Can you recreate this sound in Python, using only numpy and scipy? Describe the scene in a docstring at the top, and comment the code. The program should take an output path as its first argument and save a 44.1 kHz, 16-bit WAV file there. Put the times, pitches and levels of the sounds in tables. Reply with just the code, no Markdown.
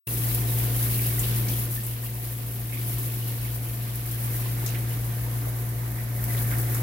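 """A shower runs in a small tiled bathroom, heard from beside the curtain.
The spray drums on the ringing tub, patters in the puddle, splashes and fizzes off the walls.
Drips plink as their trapped bubbles ring, close drops tick and clots of water splat.
An exhaust fan hums underneath, and everything swells and sinks slowly as one.
The water grows duller and hollower as the listener turns away from it."""
import sys
import numpy as np
from scipy import signal
from scipy.fft import rfft, irfft, next_fast_len
from scipy.io import wavfile
from scipy.ndimage import map_coordinates

SR = 44100
rng = np.random.default_rng(int(sys.argv[2]) if len(sys.argv) > 2 else 0)


def store_wav(level_fs):
    """Save 16-bit WAV to argv[1]."""
    pcm = np.round(np.clip(np.atleast_2d(level_fs), -1, 1) * 32767)
    wavfile.write(sys.argv[1], SR, pcm.T.astype(np.int16))


N = 300762
START_S = 0.069  # silence before the sound opens

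# The bright colour of bursting drops. Each row: frequency in Hz, level in dB.
FIZZ_SPECTRUM = [(2500, -48), (4200, -16.5), (5600, -11.5), (7300, -10), (9000, -5.5), (10300, 0),
                 (11400, 3), (13000, 2.5), (14500, 2.5), (15700, 0.5)]


def amp(db):
    """Decibels to gain."""
    return 10 ** (np.asarray(db) / 20)


def unit(x):
    """Scale to rms 1."""
    return x / np.sqrt(np.mean(x ** 2) + 1e-20)


def along(points, hz):
    """Read (Hz, value) points on a log frequency axis."""
    freqs, values = np.transpose(points)
    return np.interp(np.log(hz + 1), np.log(freqs + 1), values)


def curve(points):
    """Join (seconds, value) points into one value per sample."""
    return np.interp(np.arange(N) / SR, *np.transpose(points))


def wobble(rate):
    """A smooth random curve with rate knots a second."""
    knots = rng.standard_normal(int(N * rate / SR) + 4)
    return map_coordinates(knots, [np.arange(N) * rate / SR])


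def filtered(x, response):
    """Filter x by a gain that is a function of frequency."""
    n = x.shape[-1]
    padded = next_fast_len(n + 8192)
    return irfft(rfft(x, padded) * response(np.fft.rfftfreq(padded, 1 / SR)), padded)[..., :n]


def coloured(x, spectrum):
    """Shape x with (Hz, dB) points and scale it to rms 1."""
    return unit(filtered(x, lambda hz: amp(along(spectrum, hz))))


def add(track, start_s, sound):
    """Mix a stereo sound into the track."""
    part = track[:, int(start_s * SR):][:, :sound.shape[1]]
    part += sound[:, :part.shape[1]]


def diffuse(pair):
    """Long waves reach both sides alike, short ones do not."""
    # Each row: frequency in Hz, left-right likeness from 0 to 1.
    likeness = [(50, 0.92), (160, 0.9), (270, 0.97), (450, 0.65), (740, 0.56), (1220, 0), (2000, 0)]
    angle = lambda hz: np.arccos(along(likeness, hz)) / 2
    mid, side = filtered(pair, lambda hz: np.array([np.cos(angle(hz)), np.sin(angle(hz))]))
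    return np.array([mid + side, mid - side])


def in_room(x, wet_db, t60):
    """Tiled walls smear every drop into a dying wash that follows the energy of the sound."""
    decay = amp(-60 / (t60 * SR)) ** 2
    energy = signal.lfilter([1 - decay], [1, -decay], np.mean(x ** 2, axis=0))
    return x + amp(wet_db) * np.sqrt(energy) * rng.standard_normal(x.shape)


def near_walls(x, echo_db, count):
    """Close tiles return weak echoes within 20 ms, different ones to each side."""
    echoes = np.zeros((2, SR // 50))
    for side in echoes:
        side[rng.integers(SR // 500, len(side), count)] = amp(echo_db) * rng.choice([-1, 1], count)
    return x + signal.oaconvolve(x, echoes, axes=1)[:, :N]


def impacts(count, spread_db):
    """Drops of all sizes land at random, each reaching the two sides with its own lag and strength."""
    when, where = rng.random((count, 2)).T
    size = amp(spread_db * np.clip(rng.standard_normal(count), -3, 2.5))
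    lag = (where - .5) * SR * .0008
    arrivals = [np.clip(when * N + side * lag, 0, N - 1).astype(int) for side in (-1, 1)]
    return unit(np.array([np.bincount(at, size * rng.standard_normal(count), N) for at in arrivals]))


def tub(x):
    """The tub and the air in it ring at their own resonances."""
    # Each row: centre in Hz, width in Hz, boost or cut in dB.
    modes = [(206.5, 9.1, 11.5), (285.6, 8.3, 6.5), (329, 15, 4), (383, 36, 3.5), (485.4, 10, 10),
             (660, 88, 0.5), (865, 21, 1.5), (937, 20, -2.5), (1970, 52, 2)]
    lift_db = lambda hz: sum(db / (1 + (2 * (hz - centre) / width) ** 2) for centre, width, db in modes)
    return filtered(x, lambda hz: amp(lift_db(hz)))


def drumming(level_db):
    """Countless blows merge into the low ringing of the tub."""
    # The tub's boomy body. Each row: frequency in Hz, level in dB.
    body = [(94, -24), (160, 1.5), (205, -3), (248, -2), (361, -4), (421, -7), (489, -8), (600, -13.5),
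            (780, -39), (1320, -120)]
    blows = tub(diffuse(impacts(count=40000, spread_db=2)))
    return amp(level_db) * coloured(blows, body)


def bubbles(count, centre_hz, cycles, spread_db, rise):
    """Trapped bubbles ring for a few cycles and glide upward."""
    starts = (rng.random(count) * N).astype(int)
    pitch, size, left, right = np.clip(rng.standard_normal((count, 4)), -1.8, 1.8).T[:, :, None]
    t = np.arange(SR // 60) / SR
    turns = centre_hz * np.exp(.3 * pitch) * t
    age = turns / cycles
    envelope = amp(spread_db * size) * np.exp(-age) * (1 - np.exp(-8 * age))
    ring = envelope * np.sin(2 * np.pi * turns * (1 + rise * age))
    at = (starts[:, None] + np.arange(len(t))).ravel()
    return unit(np.array([np.bincount(at, (ring * side).ravel(), N)[:N] for side in (left, right)]))


def patter():
    """Drops plop into the puddle and trap bubbles, and the tub rings along."""
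    # The puddle's midrange colour. Each row: frequency in Hz, level in dB.
    puddle = [(320, -44), (550, -4), (731, -2.5), (901, -8), (994, -5.5), (1280, -9), (2200, -8),
              (2860, -28), (4840, -120)]
    plops = in_room(impacts(count=30000, spread_db=5), wet_db=1.5, t60=0.8)
    plops += amp(-13) * bubbles(count=2400, centre_hz=1499, cycles=5.2, spread_db=2.5, rise=0.019)
    return coloured(tub(diffuse(plops)), puddle)


def splash():
    """Sharp hits and small bubbles make a splash that turns hollower as the listener turns."""
    # The splash's two colours. Each row: frequency in Hz, level in dB.
    bright = [(1400, -26), (2200, -4), (2800, -1), (3600, -3), (4300, -3.5), (5500, -5), (8000, -31)]
    hollow = [(1200, -11), (1800, -0.5), (2150, -7.5), (2600, -14.5), (4300, -25), (7000, -44)]
    # Each row: time in seconds, share of the hollow colour from 0 to 1.
    hollowness = [(2.0, 0.26), (2.7, 0.3), (3.3, 0.21), (5.2, 0.46), (6.8, 0.78)]
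    plinks = in_room(impacts(count=20000, spread_db=2), wet_db=4, t60=0.04)
    plinks += amp(-7) * bubbles(count=2400, centre_hz=2800, cycles=7, spread_db=3.3, rise=.02)
    share = curve(hollowness)
    return unit((1 - share) * coloured(plinks, bright) + share * coloured(plinks, hollow))


def fizz():
    """A fine mist of drops blurs into a high sizzle."""
    mist = in_room(impacts(count=20000, spread_db=5), wet_db=3, t60=.12)
    return coloured(mist, FIZZ_SPECTRUM)


def spray(patter_db, splash_db, fizz_db):
    """The jets flutter, so patter, splash and fizz flicker a little together."""
    flutter = wobble(20)
    low, mid, high = patter(), splash(), fizz()
    low *= amp(patter_db + 0.46 * flutter)
    mid *= amp(splash_db + 0.5 * flutter + 1.03 * wobble(14))
    high *= amp(fizz_db + 1.05 * flutter)
    return near_walls(low + mid + high, echo_db=-17, count=10)


def fan(level_db, hum_hz=117.4):
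    """The motor hums on a steady pitch with a wavering level; air rumbles in the duct."""
    # The motor's partials. Each row: multiple of the hum pitch, level in dB.
    partials = [(0.5, -16), (1, 0), (2, -28), (3, -29.5)]
    # The duct's rumble. Each row: frequency in Hz, level in dB.
    duct = [(18, -36), (28, -17), (40, -6.5), (54, -0.5), (75, -9), (95, -16), (130, -4), (200, -32.5)]
    phase = 2 * np.pi * hum_hz * np.arange(N) / SR
    hum = unit(sum(amp(db) * np.sin(k * phase + 2 * np.pi * rng.random()) for k, db in partials))
    air = coloured(diffuse(rng.standard_normal((2, N))), duct)
    waver = amp(-0.02 + 0.23 * wobble(15))
    return amp(level_db) * (waver * hum + amp(-12.5) * air)


def drips(gain_db=6.5, attack_s=0.0014, t60=0.03, rise_per_s=1.9):
    """A drip traps one bubble in the puddle, which rings briefly and glides upward."""
    # Each row: start in seconds, relative level in dB, starting pitch in Hz.
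    plinks = [(0.074, -35, 2710), (0.416, -40, 2440), (0.486, -40, 3820), (0.94, -37, 4200),
              (1.469, -36, 2230), (1.533, -35.5, 3260), (1.777, -38.5, 1764), (3.225, -41, 2930),
              (3.45, -39, 2190), (5.264, -38, 920), (6.299, -36, 1970)]
    track, t = np.zeros((2, N)), np.arange(SR // 10) / SR
    for start, db, hz in plinks:
        turns = hz * t * (1 + rise_per_s * t / 2) + rng.random((2, 1)) / 4
        envelope = amp(db + gain_db - 60 * t / t60) * (1 - np.exp(-t / attack_s))
        add(track, start, envelope * np.sin(2 * np.pi * turns))
    return near_walls(track, echo_db=-15, count=10)


def ticks(gain_db=2, attack_s=0.0004, t60=0.022):
    """A close drop bursts in a bright snap of noise, a little louder on one side."""
    # Each row: start in seconds, relative peak in dB.
    close_drops = [(0.2433, -15), (0.3461, -11), (0.7632, -15.5), (0.8275, -14), (1.0647, -12.5),
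                   (1.1917, -15), (1.8654, -20), (3.9564, -22), (4.6628, -21), (6.2397, -19), (6.4188, -23),
                   (6.584, -19), (6.745, -20)]
    track, t = np.zeros((2, N)), np.arange(SR // 8) / SR
    for start, db in close_drops:
        pan_db = rng.uniform(-1.5, 1.5) * np.array([[1], [-1]])
        envelope = amp(pan_db - 60 * t / t60) * (1 - np.exp(-t / attack_s))
        burst = envelope * rng.standard_normal((2, len(t)))
        tick = coloured(in_room(burst, wet_db=0, t60=.14), FIZZ_SPECTRUM)
        add(track, start, amp(db + gain_db) * tick / np.abs(tick).max())
    return track


def splats(droplets_per_s=4000, attack_s=0.00064, room_t60=0.49):
    """A clot of water breaks into droplets that splash in one band; a low one knocks on the tub."""
    # Each row: start in seconds, level in dB, centre in Hz, width in octaves, 60 dB decay in seconds.
    clots = [(0.992, -34.5, 2270, 0.26, 0.065), (1.192, -33, 8040, .25, 0.11),
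             (1.232, -39.5, 3330, 0.49, 0.45), (1.484, -33, 5460, .39, .04), (1.835, -36, 9500, .29, 0.11),
             (2.724, -40, 2330, 0.18, 0.18), (4.661, -35, 6250, .6, .18), (4.747, -40, 2240, 0.38, 0.16),
             (5.47, -34, 557, .4, .04), (5.98, -43, 2050, 0.18, .13), (6.345, -41, 1800, .25, .12),
             (6.375, -42.5, 3570, .22, 0.091), (6.513, -37, 1750, 0.37, .2), (6.746, -36, 7800, .35, .07),
             (6.75, -42, 1600, .4, .2)]
    track, t = np.zeros((2, N)), np.arange(SR // 2) / SR
    attack = 1 - np.exp(-t / attack_s)
    for start, db, centre, octaves, t60 in clots:
        band = lambda hz: np.exp(-.5 * (np.log2((hz + 1) / centre) / octaves) ** 2)
        droplets = rng.standard_normal((2, len(t))) * (rng.random(len(t)) < droplets_per_s / SR)
        decay = amp(-60 * t / t60) + amp(-12.5 - 60 * t / room_t60)  # the splat, then the walls
        add(track, start, amp(db) * attack * decay * unit(filtered(droplets, band)))
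    return track


def scene():
    """Running water and fan fade in and share one swell; turning away from the spray dulls the water."""
    # The slow swell. Each row: time in seconds, base level in dB.
    swell = [(0.33, -26), (0.72, -25.5), (0.92, -26), (1.5, -25.5), (1.7, -30), (1.98, -32.5), (2.7, -32),
             (2.9, -29.5), (3.55, -30.5), (4.03, -31.3), (4.28, -28), (4.7, -27.5), (5.05, -28.5),
             (5.45, -28.5), (6.08, -30), (6.33, -26), (6.8, -25.0)]
    # The listener's turn. Each row: time in seconds, 0 for facing the spray up to 1 for turned away.
    turning = [(0.15, 0.077), (0.55, 0.46), (0.95, 0.099), (1.5, 0.42), (1.8, 0.28), (2.6, 0.5),
               (2.87, 0.26), (3.5, 0.59), (4.3, 0.52), (5.4, 1), (6.0, 0.94), (6.3, 0.74), (6.8, 0.81)]
    swell_db, away = curve(swell), curve(turning)
    fade_depth = np.exp(-np.maximum(np.arange(N) / SR - START_S, 0) / 0.065)
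    water_db = swell_db - 3 * fade_depth
    shower = drumming(water_db - 13.3 - 1.8 * away)
    shower += spray(patter_db=water_db - 20.13 + 2.5 * away,
                    splash_db=water_db - 17 - 6 * away ** 2,  # longer waves bend round the curtain
                    fizz_db=water_db - 1 - 9 * away)
    shower += ticks() + drips() + splats()
    return shower + fan(swell_db - 11 * fade_depth)


def record(dry, top_hz=15900):
    """Each microphone port colours its side; the sound opens after a moment and stops at top_hz."""
    # The stereo tilt. Each row: frequency in Hz, left minus right in dB.
    balance = [(120, 1.64), (450, -0.0), (1100, -1.5), (1700, -7), (2600, -2.5), (3700, 1.2), (4400, 5),
               (5300, 4.7), (6600, 3), (7800, 11.5), (9400, 3), (11000, -3.5), (13000, 3), (15300, 4)]

    def ports(hz):
        gain = amp(along(balance, hz) * np.array([[.5], [-.5]]))
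        return gain / np.sqrt(np.mean(gain ** 2, axis=0))

    opening = np.clip((np.arange(N) / SR - START_S) / .002, 0, 1)
    return filtered(filtered(dry, ports) * opening, lambda hz: hz < top_hz)


dry = scene()
out = record(dry)
store_wav(out)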